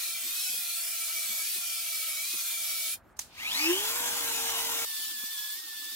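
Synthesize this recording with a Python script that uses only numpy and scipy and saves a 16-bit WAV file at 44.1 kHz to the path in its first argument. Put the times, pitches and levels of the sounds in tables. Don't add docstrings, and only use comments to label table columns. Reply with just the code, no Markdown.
import sys
import numpy as np
from scipy import signal
from scipy.fft import rfft, irfft
from scipy.io import wavfile

SR = 44100
rng = np.random.default_rng(int(sys.argv[2]) if len(sys.argv) > 2 else 0)


def store_wav(level_fs):
    pcm = np.round(np.clip(np.atleast_2d(level_fs), -1, 1) * 32767)
    wavfile.write(sys.argv[1], SR, pcm.T.astype(np.int16))


N = 262395
T = np.arange(N) / SR
HZ = np.fft.rfftfreq(N, 1 / SR)
PAUSE_S, BRUSH_S = 2.945, 4.851
PATCH_DB = 3.3


def amp(db):
    return 10 ** (np.asarray(db) / 20)


def unit(x):
    return x / np.sqrt(np.mean(abs(x) ** 2) + 1e-20)


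def curve(rows):
    rows = np.array(rows)
    return np.interp(T, np.sort(rows[:, 0]), rows[:, 1])


def across(points):
    hz, value = np.transpose(points)
    return np.interp(np.log(HZ + 1), np.log(hz + 1), value)


def between(start, end, fade=0.0025):
    rise = np.clip((T - start) / fade + .5, 0, 1)
    fall = np.clip((end - T) / fade + .5, 0, 1)
    return rise * fall


def wander(rate_hz):
    coarse = T[::15]
    hz = np.fft.rfftfreq(len(coarse), coarse[1])
    noise = rng.standard_normal(len(coarse))
    slow = irfft(rfft(noise) / (1 + (hz / rate_hz) ** 2), len(coarse))
    return np.interp(T, coarse, unit(slow))


def ports(pair, colour_db, same):
    same = np.clip(same, -.9, .98)
    mid, side = (unit(irfft(rfft(x) * amp(colour_db), N)) for x in pair)
    side = irfft(rfft(side) * np.sqrt((1 - same) / (1 + same)), N)
    return np.array([mid + side, mid - side])


def above(x, hz):
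    return irfft(rfft(x) / (1 + (hz / (HZ + 1)) ** 4), N)


def ringing(modes, lift_db):
    return lift_db * sum(amp(db / 2) / (1 + (2 * (HZ - hz) / width) ** 2) for hz, width, db in modes)


def bristles(per_s, spread_db, air):
    struck = amp(spread_db * np.minimum(rng.exponential(1, N), 4)) * (rng.random(N) < per_s / SR)
    strikes = unit(struck * rng.standard_normal((2, N)))
    return strikes + air * rng.standard_normal((2, N))


def partials(hz, rows, blur_hz, response=np.ones_like):
    angle, out = 2 * np.pi * np.cumsum(hz) / SR, np.zeros((2, N))
    for multiple, db, rough, pan_db, phase in rows:
        rough = np.clip(rough, 0, 1)
        turbulence = wander(blur_hz) + 1j * wander(blur_hz)
        size = np.sqrt(1 - rough) + np.sqrt(rough / 2) * turbulence
        line = amp(db) * response(multiple * hz) * size * np.exp(1j * multiple * angle)
        left_right = unit(np.array([[amp(pan_db) * np.exp(1j * phase)], [1]]))
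        out += np.sqrt(2) * (line * left_right).real
    return out


def orders(rows):
    return [(round(multiple), *rest) for multiple, *rest in rows]


def blows(rows, colour, same, rise_s):
    envelope = np.zeros(N)
    for s, db, t60 in rows:
        decay = amp(db - 60 * np.maximum(T - s, 0) / t60)
        envelope = envelope + decay * np.exp(np.minimum(T - s, 0) / rise_s)
    return envelope * ports(rng.standard_normal((2, N)), across(colour), same)


def patchy(x, depth_db, patch_hz, patch_s):
    hz, t, z = signal.stft(x, SR, nperseg=1024, noverlap=768)
    field = rng.standard_normal(z.shape[1:])
    for axis, span in enumerate((patch_hz / hz[1], patch_s / t[1])):
        kernel = np.exp(-.5 * (np.arange(-30, 31) / span) ** 2)
        field = np.apply_along_axis(np.convolve, axis, field, kernel, "same")
    gain = unit(amp(depth_db * unit(field)))
    return signal.istft(z * gain, SR, nperseg=1024, noverlap=768)[1][:, :N]


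def right_later(x, ms):
    return np.array([x[0], irfft(rfft(x[1]) * np.exp(-2j * np.pi * HZ * ms / 1000), N)])


INERTIA_S = .091


def stroke_shape(start, end):
    held = np.clip(T, start, end) - start
    bite = 1 - np.exp(-held / INERTIA_S)
    release = np.exp(-np.maximum(T - end, 0) / INERTIA_S)
    return bite * release, held


# start in seconds, end in seconds, sag of the gear whine in Hz
# before lean and wobble, change of the scouring level in dB.
STROKES = [(-.082, 0.236, 232.8, -2.5), (0.502, 1.415, 184.5, -1.5), (1.557, 2.21, 237.2, -1.5),
           (2.34, 2.892, 238.3, -1.3)]
# multiple of the gear whine, level in dB before load, roughness 0-1,
# left over right in dB, phase between the ports in rad.
GRINDER_PARTIALS = [(0.2828, -63.5, 0.16, 3.5, 0.61), (.565, -59, 0.7, 0.5, 0.069)]
GEAR_MESH = [(0.99, -46.5, 0.34, 1, 0.86)]
# frequency in Hz, relative density in dB per Hz.
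GRINDER_HISS = [(90, -60), (140, -73), (210, -40), (380, -36), (470, -25.5), (560, -26), (800, -22.5),
                (1200, -13), (1790, -11), (2300, -5.5), (2770, -4.5), (3390, -1.5), (6300, -3),
                (11500, -2.5), (15500, -4)]
# frequency in Hz, width in Hz, strength in dB, halved and then lifted.
GUARD = [(3400, 320, -9), (4370, 130, 3), (5250, 390, -3), (5620, 190, -8), (6650, 470, -7), (7930, 230, 0),
         (9720, 82, -2), (9780, 440, -2), (11400, 800, 1), (12300, 200, -5), (14000, 290, -7),
         (15000, 430, -1)]
# frequency in Hz, likeness from -1 to 1.
GRINDER_SAME = [(200, -0.29), (1400, 0.5), (3700, 0.21), (5300, 0.68), (5800, 0.1), (7500, 0.16),
                (8700, -0.1), (15000, -0.08)]
FREE_HZ, LEAN_HZ_PER_S = 2623, 146
WOBBLE_HZ, WOBBLE_PER_S = 24, 13
SCOUR_LEAN_DB_PER_S = 1.66
GRINDER_DB = -33.5
GRINDER_END_S, GRINDER_FADE_DB_PER_S = 2.94, 673


def grinder(flutter_db=0.28, rock_db=0.16, hum_load_db=2, hum_rock_db=0.5, gear_load_db=2.5,
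            gear_rock_db=1.0, lift_db=-12, lift_s=0.063):
    sag, level, lifted = np.zeros(N), np.full(N, float(GRINDER_DB)), np.zeros(N)
    rock = np.sin(2 * np.pi * WOBBLE_PER_S * T)
    for start, end, sag_hz, db in STROKES:
        hold, held = stroke_shape(start, end)
        sag = sag + hold * (sag_hz + LEAN_HZ_PER_S * held + WOBBLE_HZ * rock)
        level = level + hold * (db + SCOUR_LEAN_DB_PER_S * held + rock_db * rock)
        since = np.maximum(T - end, 0) / lift_s
        lifted = lifted + since ** 2 * np.exp(1 - since ** 2)
    hz = (FREE_HZ - sag) * (1 + 0.0034 * wander(33))
    grit = bristles(per_s=11000, spread_db=0, air=1.74)
    colour_db = across(GRINDER_HISS) + ringing(GUARD, lift_db=3.0)
    scour = ports(grit, colour_db, across(GRINDER_SAME))
    scour = patchy(scour, PATCH_DB, patch_hz=38, patch_s=0.03)
    scour = scour * amp(level + flutter_db * wander(22))
    working = sag[T < GRINDER_END_S]
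    load = np.tanh((sag - np.median(working)) / np.std(working))
    hum_db = hum_load_db * load + hum_rock_db * rock + lift_db * lifted
    hum = partials(hz, GRINDER_PARTIALS, blur_hz=25.4) * amp(hum_db)
    gears = partials(hz, GEAR_MESH, blur_hz=29.8) * amp(gear_load_db * load + gear_rock_db * rock)
    fade = amp(-GRINDER_FADE_DB_PER_S * np.maximum(T - GRINDER_END_S, 0))
    return (scour + hum + gears) * fade


# time in seconds, level in dB before its lumpiness.
RUMBLE_LEVEL = [(0, -70.5), (.3, -72.5), (.68, -70), (.82, -90), (.92, -77), (1.65, -74), (1.78, -79.5),
                (2.9, -72.5), (4.9, -69.5), (5.22, -65.5), (5.36, -95), (5.5, -70), (5.94, -68)]
# frequency in Hz, relative density in dB per Hz.
RUMBLE_COLOUR = [(60, -39), (130, -39), (200, -3), (370, 2), (540, -20), (900, -24.5)]


def low_rumble(lumpy_db=3):
    rumble = ports(rng.standard_normal((2, N)), across(RUMBLE_COLOUR), same=0.43)
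    rumble = rumble * amp(curve(RUMBLE_LEVEL) + lumpy_db * wander(10))
    return patchy(rumble, 5, patch_hz=50, patch_s=.014)


# time in seconds, level in dB, pitch in Hz, t60 in seconds.
KNOCKS = [(.384, -67, 345, .08), (.544, -55, 490, 0.034), (0.586, -59, 201, 0.062),
          (1.297, -59.5, 209, 0.23), (1.563, -55, 370, .06), (1.585, -62, 210, 0.066),
          (2.341, -52, 345, 0.09), (2.35, -57.5, 200, 0.061), (5.24, -54, 240, 0.021),
          (5.406, -68, 167, 0.083)]
# frequency in Hz, relative density in dB per Hz.
KNOCK_COLOUR = [(40, -30), (120, -13), (205, -4), (270, -1), (350, -8), (450, -4), (600, -12), (1500, -10),
                (5000, -54)]
KNOCK_RISE_S, KNOCK_PUFF_DB = 0.0062, -3


def knocks():
    out = np.zeros((2, N))
    puff = amp(KNOCK_PUFF_DB) * ports(rng.standard_normal((2, N)), across(KNOCK_COLOUR), same=0.4)
    for s, db, hz, t60 in KNOCKS:
        decay = amp(db - 60 * np.maximum(T - s, 0) / t60)
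        rise = np.exp(-(np.minimum(T - s, 0) / KNOCK_RISE_S) ** 2)
        ring = np.sqrt(2) * np.sin(2 * np.pi * hz * (T - s))
        out += decay * rise * (ring + puff)
    return out


# time in seconds, level in dB, t60 in seconds.
SLIDES = [(.5, -56.5, 0.32), (1.17, -62, .2), (1.36, -70, 0.25)]
# frequency in Hz, relative density in dB per Hz.
SLIDE_COLOUR = [(50, -18), (130, -13), (205, 4), (300, -4), (700, -13.5)]


def slides():
    return blows(SLIDES, SLIDE_COLOUR, same=0.64, rise_s=0.023)


# frequency in Hz, relative density in dB per Hz.
ROOM = [(18, -62), (30, -14), (70, -1), (164, -12.5), (212, -9), (403, -16), (786, -12), (1160, -15),
        (1530, -15), (2990, -32.5), (9000, -56), (14000, -51)]
ROOM_DB = -60.5


def workshop():
    rumble = ports(rng.standard_normal((2, N)), across(ROOM), same=0.76)
    return amp(ROOM_DB) * rumble * between(PAUSE_S, BRUSH_S, fade=0.013)


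# time in seconds, level in dB, t60 in seconds.
SETTLING = [(3.17, -58, 0.072), (3.194, -42.5, 0.27), (3.216, -50, 0.049)]
# frequency in Hz, relative density in dB per Hz.
SETTLING_COLOUR = [(200, -36), (800, -12), (2000, -2), (5500, 6), (8500, 4.5), (15500, -3)]
# time in seconds, level in dB, t60 in seconds.
SWITCH = [(3.1925, -23.5, 0.011), (3.1963, -32, 0.019)]
# frequency in Hz, relative density in dB per Hz.
SWITCH_COLOUR = [(200, -47), (800, -3.5), (2000, -10.5), (5100, -10.5), (5900, 6), (6900, 1), (8000, -6),
                 (11000, -7), (15500, -13)]


def switch():
    snap = blows(SWITCH, SWITCH_COLOUR, same=0.21, rise_s=0.00073)
    scrape = blows(SETTLING, SETTLING_COLOUR, same=0.078, rise_s=0.0027)
    return snap + scrape


def housing_response(hz, centre_hz=2400, width_hz=600, lift_db=3.5, low_hz=2100, high_hz=5500):
    resonance = amp(lift_db / (1 + (2 * (hz - centre_hz) / width_hz) ** 2))
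    return resonance / (1 + (low_hz / hz) ** 10) / (1 + (hz / high_hz) ** 10)


# time in seconds, shaft turns a second
SHAFT_SPEED = [(3.27, 4), (3.34, 50), (3.4, 113), (3.46, 149), (3.5, 176), (3.515, 202), (3.55, 243),
               (3.61, 299), (3.7, 342), (3.8, 409), (3.9, 453), (3.97, 480), (4.07, 480), (4.3, 459),
               (4.85, 458)]
# frequency in Hz, relative density in dB per Hz.
ROTARY_AIR = [(76, -67), (130, -31), (273, -6), (400, -12.5), (520, -11.5), (880, 0.5), (1080, -3),
              (1410, -3), (2500, -1), (3600, 0.5), (4800, -2.5), (7100, -1.5), (8400, -4.5), (10000, -5),
              (11800, -2), (15500, -6.5)]
# frequency in Hz, likeness from -1 to 1, held short of full.
ROTARY_SAME = [(130, .95), (290, 1), (900, 0.4), (1800, 0.9), (3000, 0.36), (4500, 0.77), (6000, .15),
               (9000, 0.17), (15000, .1)]
# multiple of the shaft, level in dB at top speed, roughness 0-1, left over right in dB,
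# phase between the ports in rad.
ROTARY_PARTIALS = [(1, -47, 0.029, 0, 3.4), (2, -49, 0.69, 18, 0.97), (3, -51, 0.7, 14, 0.48),
                   (16, -48.5, .6, 0, 0.89), (26, -45, 0.4, -6, 2.33)]
SHUDDER = [(1, -24, 0.0027, 0, 0.71)]
RATTLE = [(2, -54, 0.2, -7, 0), (3, -42.5, 0, 2, 0), (5, -48, .3, -20, 0)]
COMMUTATOR = [(8, -25.5, 0.54, 0, 2.3), (16, -28.5, 0.54, 0, 2.22), (24, -38, 0.68, 1, 2.1)]
FAN_DB, FAN_KNEE_HZ = -31.5, 226
SHAKE_AIR_DB = 1.5
FAN_TREBLE_HZ, FAN_TREBLE_POWER = 5800, 0.4
STEADY_BLUR_HZ, COMMUTATOR_BLUR_HZ = 12, 190
UNEVEN_BARS = .4
SPARK_FLICKER_DB = 1.5
ROTARY_LAG_MS = 0.12


def rotary(critical_hz=347, critical_width_hz=22, flutter_db=0.65, torque_power=0.81, rasp_db=-43,
           rasp_power=1.15, left_db=.5):
    hz = curve(SHAFT_SPEED) * (1 + 0.00085 * wander(22.0))
    speed = hz / hz.max()
    rush = bristles(per_s=5600, spread_db=2.5, air=2.5)
    air = ports(rush, across(ROTARY_AIR), across(ROTARY_SAME))
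    air = patchy(right_later(air, ROTARY_LAG_MS), PATCH_DB, patch_hz=25, patch_s=0.035)
    air = air * amp(FAN_DB + flutter_db * wander(36)) / np.sqrt(1 + (FAN_KNEE_HZ / hz) ** 4)
    treble = above(air, FAN_TREBLE_HZ)
    air = air - treble + treble * speed ** FAN_TREBLE_POWER
    hum = partials(hz, orders(ROTARY_PARTIALS), STEADY_BLUR_HZ) * speed ** 5
    resonance = (1 + (2 * (hz - critical_hz) / critical_width_hz) ** 2) ** -.65
    shake = resonance * np.minimum(hz / critical_hz, 1) ** 2.74
    shudder = partials(hz, SHUDDER, blur_hz=30) * shake
    rattle = partials(hz, RATTLE, blur_hz=30) * shake ** 2
    torque = 2 * np.maximum(1 - hz / SHAFT_SPEED[-1][1], 0) ** torque_power
    throb = 1 + UNEVEN_BARS * np.cos(2 * np.pi * np.cumsum(hz) / SR)
    whistle = partials(hz, orders(COMMUTATOR), COMMUTATOR_BLUR_HZ, response=housing_response)
    whistle = whistle * speed * torque * throb
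    whistle = whistle * unit(amp(SPARK_FLICKER_DB * wander(60)))
    rasp = unit(irfft(rfft(rng.standard_normal((2, N))) * housing_response(HZ + 1), N))
    rasp = rasp * amp(rasp_db) * speed * torque ** rasp_power
    tool = air * amp(SHAKE_AIR_DB * shake) + hum + shudder + rattle + whistle + rasp
    return tool * amp([[left_db], [-left_db]]) * between(SHAFT_SPEED[0][0], BRUSH_S)


# time in seconds, whine in Hz before a slight waver.
BRUSH_SPEED = [(4.87, 1793), (4.944, 1757), (5.128, 1762), (5.188, 1712), (5.33, 1776), (5.382, 1698),
               (5.536, 1726), (5.572, 1807), (5.582, 1850), (5.612, 1873), (5.728, 1762), (5.804, 1746),
               (5.94, 1772)]
# time in seconds, level in dB before flutter and bite.
BRUSH_LEVEL = [(4.87, -38.5), (4.98, -37.5), (5.15, -38.5), (5.266, -38), (5.298, -40), (5.51, -38.5),
               (5.63, -43), (5.92, -40.5)]
# multiple of the whine, level in dB relative to the whine level, roughness 0-1,
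# left over right in dB, phase between the ports in rad.
BRUSH_PARTIALS = [(0.624, -19.5, 0.8, 0, 0.17), (0.999, -0.5, 0.05, -10.5, 1)]
BRUSH_OVERTONES = [(2, -1.5, 0.25, 0, 0.92)]
# frequency in Hz, relative density in dB per Hz.
BRUSH_HISS = [(100, -73.5), (170, -33), (376, -29.5), (520, -60), (620, -38.5), (760, -18), (1100, -15),
              (1580, -16), (2000, -15), (3000, -5.5), (3600, -3), (5200, -5), (6200, -8.5), (8200, -7.5),
              (11000, -10), (14100, -6), (15500, -8.5)]
# frequency in Hz, width in Hz, strength in dB, halved and then lifted.
HOUSING = [(4570, 360, -10), (5420, 160, -1), (6660, 270, -20), (8000, 190, -5), (8680, 180, -10),
           (9400, 180, -4), (10120, 130, 6), (11500, 76, -4), (11900, 130, -6), (14200, 700, 0)]
# frequency in Hz, likeness from -1 to 1.
BRUSH_SAME = [(290, 0.96), (640, 0.71), (1400, 0.73), (3100, .2), (6800, -0.1), (15000, -0.4)]
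WHINE_DB, WHINE_DB_PER_HZ = -49, 0.046
BRUSH_FLUTTER_DB, OCTAVE_WAVER_DB = .7, 1.2


def brush(bite=0.44, bite_hz=5500):
    hz = curve(BRUSH_SPEED) * (1 + 0.0018 * wander(35.5))
    level = curve(BRUSH_LEVEL)
    brushing = T > BRUSH_S
    strikes = bristles(per_s=3000, spread_db=0.5, air=2.0)
    colour_db = across(BRUSH_HISS) + ringing(HOUSING, lift_db=5.0)
    scour = ports(strikes, colour_db, across(BRUSH_SAME))
    scour = patchy(scour, PATCH_DB, patch_hz=30, patch_s=0.011)
    scour = scour * amp(level + BRUSH_FLUTTER_DB * wander(10.7))
    treble = above(scour, bite_hz)
    pressure = amp(bite * (level - level[brushing].mean()))
    scour = treble * pressure + (scour - treble) / pressure
    load = amp(WHINE_DB_PER_HZ * (np.median(hz[brushing]) - hz))
    octave = partials(hz, BRUSH_OVERTONES, blur_hz=30) * unit(amp(OCTAVE_WAVER_DB * wander(8.7)))
    whine = amp(WHINE_DB) * load * (partials(hz, BRUSH_PARTIALS, blur_hz=39.4) + octave * load)
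    return (scour + whine) * between(BRUSH_S, np.inf)


def scene():
    bench = low_rumble() + knocks() + slides()
    return grinder() + bench + workshop() + switch() + rotary() + brush()


EDGE_HZ = 15830


def record(dry):
    lowpass = signal.firwin(1023, EDGE_HZ, window=("kaiser", 9), fs=SR)
    return signal.oaconvolve(dry, lowpass[None], "same")


dry = scene()
out = record(dry)
store_wav(out)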